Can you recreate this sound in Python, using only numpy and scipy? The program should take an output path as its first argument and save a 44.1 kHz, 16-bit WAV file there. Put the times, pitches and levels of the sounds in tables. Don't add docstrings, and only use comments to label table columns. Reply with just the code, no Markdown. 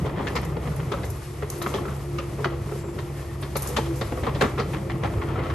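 import sys
import numpy as np
from scipy import signal
from scipy.fft import rfft, irfft
from scipy.io import wavfile
from scipy.ndimage import uniform_filter1d

SR = 44100
rng = np.random.default_rng(int(sys.argv[2]) if len(sys.argv) > 2 else 0)


def dump_mix(stems):
    frames = np.atleast_2d(stems).T
    limited = np.clip(frames, -1, 1)
    pcm = np.round(limited * 32767).astype(np.int16)
    wavfile.write(sys.argv[1], SR, pcm)


N = 244314
TIME = np.arange(N) / SR

# t/s, firing rate/Hz
FIRING_RATE = [(0, 68.5), (.55, 68.2), (1.0, 69.0), (1.4, 70.4), (1.7, 69.7), (2.2, 68.5), (2.7, 69.0),
               (3.5, 68.6), (3.9, 67.4), (4.7, 67.6), (5.54, 68.0)]
# multiple of the firing rate, base level/dB, waver/dB
HUM_TONES = [(1, -36, 1), (2, -33.5, 2.5), (3, -51, -1)]
PIPE_TONES = [(5, -43.5, 3.5), (6, -59.5, 2.4)]
# t/s, hum gain/dB, pipe gain/dB
EXHAUST_SWELLS = [(0, 2.5, 1), (.25, -7, -3), (.45, -1, -1), (.75, -1.5, -12), (1.25, -8.5, -4),
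                  (1.45, 0, -3), (1.57, -8, 11), (1.7, -5.5, 0), (1.82, -0.5, 4), (1.95, -1.5, -0.5),
                  (2.15, -2.5, 6), (2.6, -0.5, 0.5), (3.0, -6.5, 2), (3.3, -3, 0), (3.7, -1.5, -4.5),
                  (3.8, 1, 8.5), (3.9, 1, 14.5), (4.0, -1, -2), (4.1, -5, -1), (4.35, -1.5, -28),
                  (4.7, -4, 2), (5.3, -4.5, 6), (5.54, 2, 3)]
# t/s, roar level/dB, drone level/dB, rumble level/dB
BED_LEVELS = [(0, -36.5, -31.5, -37), (.26, -33, -32.5, -36), (.66, -37.5, -36.5, -39),
              (1.05, -36.5, -35.5, -32.5), (1.25, -44.5, -52, -38.5), (1.6, -38.5, -39.5, -38),
              (1.8, -33, -36, -42), (1.95, -41, -45, -37), (2.3, -40, -39, -38), (2.75, -42.5, -41, -37),
              (3.0, -40.5, -36, -37.5), (3.35, -42.5, -49, -37), (3.7, -37, -35.5, -41),
              (4.0, -39, -48, -34.5), (4.3, -35, -36, -33.5), (4.55, -36, -34.5, -32.5),
              (4.8, -39.5, -32.5, -38.5), (5.2, -34, -33, -30), (5.54, -35, -37, -31)]
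# f/Hz, relative level/dB
RUMBLE_COLOUR = [(25, -28), (48, 3), (62, -6), (95, 4.5), (120, 1.5), (160, -19), (300, -64)]
DRONE_COLOUR = [(70, -4.5), (120, 2), (160, 2.5), (200, -3.5), (260, -12.5), (330, -6.5), (600, -64)]
ROAR_COLOUR = [(120, -40), (240, -7), (350, 3.5), (500, -2), (680, -6), (1100, -10), (1350, -11.5),
               (1550, -27), (1900, -16), (2600, -23), (4000, -34.5), (6500, -46)]
LEAF_COLOUR = [(2000, 4.5), (4000, -1.5), (5400, -0.5), (6500, -2.5), (8500, -2), (10000, 0.5),
               (11200, 3.5), (11900, -3), (12400, -12), (12800, -41)]
# t/s, level/dB
LEAF_LEVELS = [(0, -48.5), (.2, -51.5), (1.0, -47.5), (2.3, -49), (3.3, -48.5), (4.1, -47), (4.7, -48.5),
               (5.54, -52.5)]
# f/Hz, relative level/dB, t60/s (held within RING_LIMITS_S)
STEEL_MODES = [(840, 0.5, 0.0085), (886, -21, 0.033), (1035, 9, 0.013), (1125, 10, 0.039),
               (1283, 7.5, 0.065), (1308, 7, 0.073), (1700, -13, 0.054), (1803, 12, 0.0047),
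               (1780, -19, 0.024), (2049, 7, 0.048), (2160, -15, 0.012), (2620, -19, .018),
               (2780, 7, 0.032), (3140, 22, 0.03), (3500, -32, 0.018), (4430, -29, 0.017)]
# t/s, crunch level/dB, ring f/Hz, ring level/dB, thud f/Hz, thud level/dB,
# edge f/Hz, edge level/dB, base grind time/ms
BLOWS = [(0.045, -41, 900, -37, 440, -31, 2500, -55, 12),
         (0.058, -34.5, 820, -31.5, 455, -25, 3070, -45, 20),
         (0.159, -33, 1050, -45, 174, -31.5, 3000, -63, 61),
         (0.194, -52, 930, -29, 207, -26, 3000, -64, 31),
         (0.271, -35, 1790, -28, 190, -49, 2760, -34.5, 12),
         (0.354, -22, 1050, -39, 460, -27.5, 4340, -36.5, 18),
         (0.428, -37.5, 1110, -51, 380, -32, 5000, -49, 19),
         (0.567, -39, 840, -37, 450, -25, 2000, -50, 11.3), (0.63, -43, 1000, -46, 450, -45, 2500, -52, 15),
         (0.655, -40, 1090, -42, 480, -37, 2500, -52, 15),
         (0.672, -33.5, 914, -42, 477, -33.5, 3000, -51, 13),
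         (0.802, -35.5, 1240, -41, 180, -51, 3000, -58, 8.7),
         (0.918, -28.5, 1240, -34, 420, -27, 3420, -36, 10),
         (0.938, -36, 1200, -27.5, 546, -27, 3470, -53, 9.5),
         (1.033, -38, 1935, -38.5, 180, -47, 3500, -44, 15.6),
         (1.422, -35, 1220, -36.5, 402, -26, 3000, -63, 19),
         (1.616, -27.5, 1280, -37, 660, -45, 3700, -38, 21.3),
         (1.663, -28.5, 1205, -25, 198.1, -27.5, 2960, -55, 10),
         (1.740, -28, 880, -39, 368, -22.5, 3240, -34, 19),
         (1.853, -61, 1367, -32.5, 360, -31, 3000, -61, 16),
         (1.881, -70, 1250, -34, 183, -29, 3000, -60, 14),
         (1.908, -49, 1192, -39.5, 182, -34.5, 3000, -55, 28),
         (2.185, -45, 1250, -28.5, 535, -32.5, 2600, -33, 10.5),
         (2.5, -46, 1250, -43, 440, -38, 2900, -53, 62), (2.204, -40, 1260, -40, 540, -51, 2520, -49, 7.8),
         (2.384, -50, 1040, -39, 444, -29, 2300, -55, 52),
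         (2.445, -33, 1340, -19, 527, -36, 2930, -34, 7.7),
         (2.456, -30.5, 790, -29, 377, -21.5, 2100, -53, 9.8),
         (2.521, -44, 1200, -46, 503, -34.5, 3000, -58, 31),
         (2.664, -53, 1150, -44, 420, -37, 3000, -69, 15),
         (2.714, -53, 1320, -39.5, 370, -27.5, 3000, -69, 23),
         (2.754, -60, 870, -50, 405, -31, 3000, -67, 10), (2.836, -67, 1086, -44, 380, -33, 3000, -67, 29),
         (2.885, -60, 880, -43, 340, -32.5, 2980, -65, 13), (2.96, -64, 870, -58, 368, -34, 3000, -67, 18),
         (2.988, -35.5, 960, -35, 401, -31, 3540, -44, 13),
         (3.424, -36, 3550, -43, 378, -36, 4240, -45.5, 24),
         (3.555, -29.5, 836, -29, 390, -26.5, 3870, -36, 17.4),
         (3.703, -56, 1930, -57, 366, -30, 3050, -57, 5.3),
         (3.766, -22.5, 1340, -26.5, 565, -24.5, 3160, -25, 12.5),
         (3.786, -52, 867, -24, 444, -21, 3000, -54, 5.9),
         (3.858, -43, 1110, -49, 340, -33.5, 3000, -45, 15),
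         (4.012, -29, 2050, -38, 646, -25.5, 3830, -35.5, 13),
         (4.123, -42, 796, -31.5, 503, -24, 2980, -60, 11.3),
         (4.175, -74, 1103, -34, 510, -32.5, 3000, -70, 12),
         (4.233, -31.5, 1092, -58, 371, -27.5, 3370, -47, 22),
         (4.268, -30.5, 955, -23.5, 420, -20.5, 3000, -65, 19.6),
         (4.347, -34.5, 751, -51, 562, -34, 3430, -41, 18),
         (4.411, -19.5, 1670, -19.5, 485, -17, 3700, -27.5, 10.7),
         (4.42, -26, 1320, -27, 420, -17.5, 3000, -32, 13),
         (4.431, -25.5, 1140, -27, 200, -18.5, 2500, -42, 25),
         (4.579, -30, 2300, -41, 420, -27.5, 2980, -44, 22),
         (4.588, -32, 1500, -34, 400, -32, 3500, -42, 23),
         (4.597, -28, 1810, -44, 388, -24.5, 4300, -36.5, 15.5),
         (4.734, -30.5, 2120, -42, 325, -29, 3000, -51, 25),
         (4.898, -33, 1977, -34.5, 260, -33, 3020, -66, 13),
         (5.035, -30, 1802, -35, 464, -28, 3260, -40.5, 8.2),
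         (5.043, -29, 1232, -32, 123, -21, 3230, -48, 17),
         (5.216, -33.5, 961, -31.5, 338, -36, 3000, -62, 24),
         (5.272, -38.5, 1197, -36, 610, -43, 3000, -63, 100),
         (5.346, -55, 1205, -32, 177, -31, 3000, -66, 160),
         (5.388, -37, 1960, -36, 330, -30.5, 3000, -67, 20),
         (5.426, -35, 1020, -45, 327, -43, 3040, -49, 41), (5.499, -31, 1154, -31, 487, -39, 3020, -45, 20)]
# f/Hz, width/Hz, relative level/dB
EARTH_MODES = [(120, 14, 4), (221, 68, 12.5), (417, 112, 12), (548, 55, 3)]
# t/s, upper band level/dB, lower band level/dB, crackle time/ms
TWIG_SNAPS = [(0.355, -49, -41, 16), (0.415, -45, -53.5, 6.7), (0.4497, -48, -43, 9.9),
              (0.7626, -40, -47, 7.5), (1.046, -47, -43.5, 35), (1.1006, -38, -41, 12),
              (1.5015, -29, -28.5, 4.8), (1.575, -43, -53, 36), (1.623, -33, -36, 7.8),
              (1.67, -50, -43, 40), (1.9639, -47.5, -52, 9.0), (3.412, -42.5, -70, 18),
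              (3.567, -28, -32, 15), (3.6206, -28.5, -36.5, 16), (3.673, -37, -31.5, 6.6),
              (3.685, -37, -41, 20), (3.765, -51, -37, 18), (3.954, -46, -45, 47), (4.41, -47, -35.5, 20)]
# start t/s (silent if past the scene's end), end t/s, f/Hz, width/Hz, level/dB
NARROW_SWELLS = [(0.37, .95, 157, 9.6, -35), (3.512, 3.841, 51, 6.8, -46), (7.3, 5.439, 89, 21, -36),
                 (5.435, 5.58, 95, 11, -26), (2.726, 2.977, 7450, 550, -58.5),
                 (3.081, 3.382, 1810, 95, -54.5)]
# t/s, f/Hz, level/dB
PUMP_WHINE = [(3.5, 465, -66), (3.7, 487, -47.5), (4.0, 504, -43.5), (4.3, 518.4, -75), (4.7, 532, -52.5),
              (5.1, 539, -49), (5.54, 529, -60)]
# f/Hz, t60/s
WOODS_DECAY = [(200, .15), (1500, .35), (4000, .34), (8000, .47)]
# f/Hz, likeness, left lead/rad, left minus right/dB
PORT_IMAGE = [(60, .995, 0, .1), (170, .985, 0, .1), (340, .93, .02, .1), (700, .6, -.2, .4),
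              (1050, .63, .05, 2.1), (1400, .64, -.5, 1.2), (2100, .78, -.05, 1.4), (2800, .66, .6, 1.6),
              (4500, .6, .43, 3.2), (5300, .22, -.4, 4.4), (6400, .52, .5, 4.1), (7300, .55, -.2, 2.9),
              (8100, .2, .3, .4), (8650, .5, .6, .3), (9300, .75, -1.9, .2), (9650, .93, -2.8, .1),
              (9990, .995, -3.12, .1), (10350, .995, -3.17, .1), (10680, .92, -3.7, .6),
              (11000, .87, -4.3, .6), (11700, .92, -5.95, .2), (12100, .95, -6.36, .1),
              (12500, .85, -6.6, .1), (12900, .6, -6.9, .1)]

RING_LIMITS_S = (.01, .026)
STEEL_DETUNE, EARTH_DETUNE = (-.0384, .03), (-.0972, .09)
SHAKE_DB, SHAKE_S = -17.5, .2


def amp(db):
    return 10 ** (np.asarray(db) / 20)


def unit_rms(x):
    return x / np.sqrt(np.mean(x ** 2) + 1e-20)


def at_hz(table, hz, column=1):
    columns = np.transpose(table)
    return np.interp(np.log(hz + 1), np.log(columns[0] + 1), columns[column])


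def automation(table, column=1):
    columns = np.transpose(table)
    return np.interp(TIME, columns[0], columns[column])


def wander(top_hz):
    rates = np.geomspace(top_hz / 12, top_hz, 16)
    return unit_rms(sum(np.sin(2 * np.pi * (f * TIME + rng.random())) / np.sqrt(f) for f in rates))


def noise(colour, patchy_db, size):
    frames, hz = 4 * N // size + 5, np.fft.rfftfreq(size, 1 / SR)
    a, b, c, d, patches = rng.standard_normal((frames, len(hz), 5)).T
    patches = uniform_filter1d(patches, size // 100, axis=0)
    patches = unit_rms(uniform_filter1d(patches, 4096 // size + 2, axis=1))
    spectra = np.array([a + 1j * b, c + 1j * d]) * amp(at_hz(colour, hz)[:, None] + patchy_db * patches)
    return unit_rms(signal.istft(spectra, nperseg=size, noverlap=size - size // 4)[1][:, :N])


def band(x, lo_hz, hi_hz):
    return signal.sosfilt(signal.butter(2, [lo_hz, hi_hz], "band", fs=SR, output="sos"), x)


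def ring(x, hz, width_hz):
    r = np.exp(-np.pi * width_hz / SR)
    poles = [1, -2 * r * np.cos(2 * np.pi * hz / SR), r * r]
    return signal.lfilter([1, 0, -1], poles, x) * (1 - r * r) / 2


def focus(x, hz, width_hz):
    return ring(ring(x, hz, width_hz), hz, width_hz)


def burst(decay_ms, rise_ms, grit_db):
    ms = np.arange(6000) / SR * 1000
    left, right, grain = rng.standard_normal((6000, 3)).T
    grain = amp(grit_db * unit_rms(uniform_filter1d(grain, 90)))
    envelope = (1 - np.exp(-ms / rise_ms)) * np.exp(-(ms / max(decay_ms, 2)) ** 1.5)
    return np.array([left, right]) * grain * envelope


def peak_at(x, db):
    return x * amp(db) / np.sqrt(uniform_filter1d(x ** 2, 180).max(1, keepdims=True))


def add(mix, start_s, sound):
    part = mix[:, round(start_s * SR):][:, :sound.shape[1]]
    part += sound[:, :part.shape[1]]


def engine_firings():
    hunting = 1 + .004 * wander(9)
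    return np.cumsum(automation(FIRING_RATE) * hunting) / SR


def exhaust(firings):
    def tone(multiple, db, waver_db, drift_turns):
        phase = multiple * firings + drift_turns * wander(14)
        return amp(db + waver_db * wander(26)) * np.cos(2 * np.pi * (phase + rng.random()))

    hum = amp(automation(EXHAUST_SWELLS, 1)) * sum(tone(*row, drift_turns=.048) for row in HUM_TONES)
    pipe = amp(automation(EXHAUST_SWELLS, 2)) * sum(tone(*row, drift_turns=.12) for row in PIPE_TONES)
    return np.sqrt(2) * (hum + pipe)


def low_rumble():
    return amp(automation(BED_LEVELS, 3)) * noise(RUMBLE_COLOUR, patchy_db=1.3, size=2048)


def machine_noise(firings):
    drone = amp(automation(BED_LEVELS, 2)) * noise(DRONE_COLOUR, patchy_db=2.4, size=2048)
    puffs = 1 + .019 * np.cos(2 * np.pi * firings)
    roar_gain = amp(automation(BED_LEVELS, 1) + .34 * wander(30)) * puffs
    return drone + roar_gain * noise(ROAR_COLOUR, patchy_db=.96, size=512)


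def leaves():
    shake_power = sum(amp(db + SHAKE_DB) ** 2 * (TIME > t) * np.exp(-abs(TIME - t) / SHAKE_S)
                      for t, db, *_ in TWIG_SNAPS)
    shake_power = uniform_filter1d(shake_power, 1500, origin=700)
    gain = np.sqrt(amp(automation(LEAF_LEVELS)) ** 2 + shake_power)
    flutter = amp(1.65 * wander(25))
    return gain * flutter * noise(LEAF_COLOUR, patchy_db=.16, size=512)


def steel(blow, hz, reach_octaves):
    dull = band(blow, 250, 3400)
    ringing = 0
    for f, db, t60 in STEEL_MODES:
        gain = amp(db) * np.exp(-abs(np.log2(f / hz)) / reach_octaves)
        width_hz = 1.86 / np.clip(t60, *RING_LIMITS_S)
        ringing += gain * ring(dull, f * (1 + rng.uniform(*STEEL_DETUNE)), width_hz)
    return ringing


def rattle(ticks_per_s=55):
    impacts = amp(5.2 * np.minimum(rng.exponential(1, N), 3)) * (rng.random(N) < ticks_per_s / SR)
    grit = uniform_filter1d(impacts, 260) * rng.standard_normal((N, 2)).T
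    ticks = unit_rms(steel(grit, 935, reach_octaves=.037)) + 1.1 * unit_rms(band(grit, 160, 650))
    return amp(automation(BED_LEVELS, 1) - 14) * ticks


def earth_thud(push, hollow_hz):
    body = sum(amp(db) * ring(push, f * (1 + rng.uniform(*EARTH_DETUNE)), width)
               for f, width, db in EARTH_MODES)
    return body + amp(19) * focus(push, hollow_hz, width_hz=70)


def clanks():
    mix = np.zeros((2, N))
    for t, crunch_db, ring_hz, ring_db, thud_hz, thud_db, edge_hz, edge_db, grind_ms in BLOWS:
        rise_ms = max(.055 * grind_ms, .3)
        grind = burst(1.4 * grind_ms, 2.9 * rise_ms, grit_db=4.7)
        crunch = .5 * unit_rms(steel(grind, 890, reach_octaves=.75))
        crunch += .33 * unit_rms(band(grind, 500, 2280))
        strike = burst(.81 * grind_ms, .92 + rise_ms, grit_db=4.1)
        ringing = steel(strike, ring_hz, reach_octaves=.022)
        push = burst(.98 * grind_ms, 1.5 + rise_ms, grit_db=1)
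        thud = earth_thud(band(push, 55, 1070), thud_hz)
        tick = burst(1.25 * grind_ms, 1.1 + rise_ms, grit_db=3.2)
        edge = unit_rms(band(band(tick, 1560, 6900), 1300, 6000))
        edge += 1.5 * unit_rms(focus(tick, edge_hz, .35 * edge_hz))
        for layer, db in (crunch, crunch_db), (ringing, ring_db), (thud, thud_db), (edge, edge_db):
            add(mix, t - .002, peak_at(layer, db))
    return mix


def twigs():
    mix = np.zeros((2, N))
    for t, upper_db, lower_db, ms in TWIG_SNAPS:
        crack = burst(ms, .27 + .08 * ms, grit_db=2.6)
        upper = band(band(crack, 8500, 12150), 7930, 11900)
        lower = band(crack, 5430, 10400)
        add(mix, t - .001, peak_at(upper, upper_db) + peak_at(lower, lower_db))
    return mix


def narrow_swells():
    mix = np.zeros((2, N))
    for start, end, hz, width, db in NARROW_SWELLS:
        length = round(max(end - start, .05) * SR)
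        hum = unit_rms(focus(rng.standard_normal((SR, 2)).T, hz, width))[:, -length:]
        add(mix, start, amp(db) * hum * signal.windows.tukey(length, .6))
    return mix


def hydraulics():
    gain = amp(automation(PUMP_WHINE, 2) + 4.6 * wander(15)) * (TIME > PUMP_WHINE[0][0])
    turns = np.cumsum(automation(PUMP_WHINE, 1)) / SR
    return np.sqrt(2) * gain * np.cos(2 * np.pi * turns)


def woods(send):
    taps = np.zeros((2, SR // 2))
    delays = np.arange(300, SR // 2 - 20, 20) + rng.integers(0, 20, (2, (SR // 2 - 301) // 20))
    np.put_along_axis(taps, delays, rng.choice([-1., 1.], delays.shape), 1)
    hz, t, spectra = signal.stft(taps, SR, nperseg=256)
    decay = amp(-60 * t / at_hz(WOODS_DECAY, hz)[:, None])
    tail = signal.istft(spectra * decay, SR, nperseg=256)[1]
    return signal.fftconvolve(send, tail / np.linalg.norm(tail[0]), axes=1)[:, :N]


def stereo_ports(x):
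    hz = np.fft.rfftfreq(N, 1 / SR)
    likeness, lead, tilt_db = (at_hz(PORT_IMAGE, hz, column) for column in (1, 2, 3))
    left, own = rfft(x)
    right = (likeness * left + np.sqrt(1 - likeness ** 2) * own) * np.exp(-1j * lead)
    return irfft(np.array([left * amp(tilt_db / 2), right * amp(-tilt_db / 2)]), N)


def scene():
    firings = engine_firings()
    tones = exhaust(firings) + hydraulics()
    wide_tones = np.array([tones, signal.hilbert(tones).imag])
    hits, snaps = clanks() + rattle(), twigs()
    bed = low_rumble() + machine_noise(firings) + leaves() + narrow_swells()
    echoes = woods(amp(-8) * hits + amp(-7) * snaps)
    return stereo_ports(wide_tones + bed + hits + snaps + echoes)


def record(dry):
    low_cut = signal.butter(6, 41, "high", fs=SR, output="sos")
    high_cut = signal.firwin(511, 13050, window=("kaiser", 9), fs=SR)
    return signal.oaconvolve(signal.sosfilt(low_cut, dry), high_cut[None], "same")


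dry = scene()
out = record(dry)
dump_mix(out)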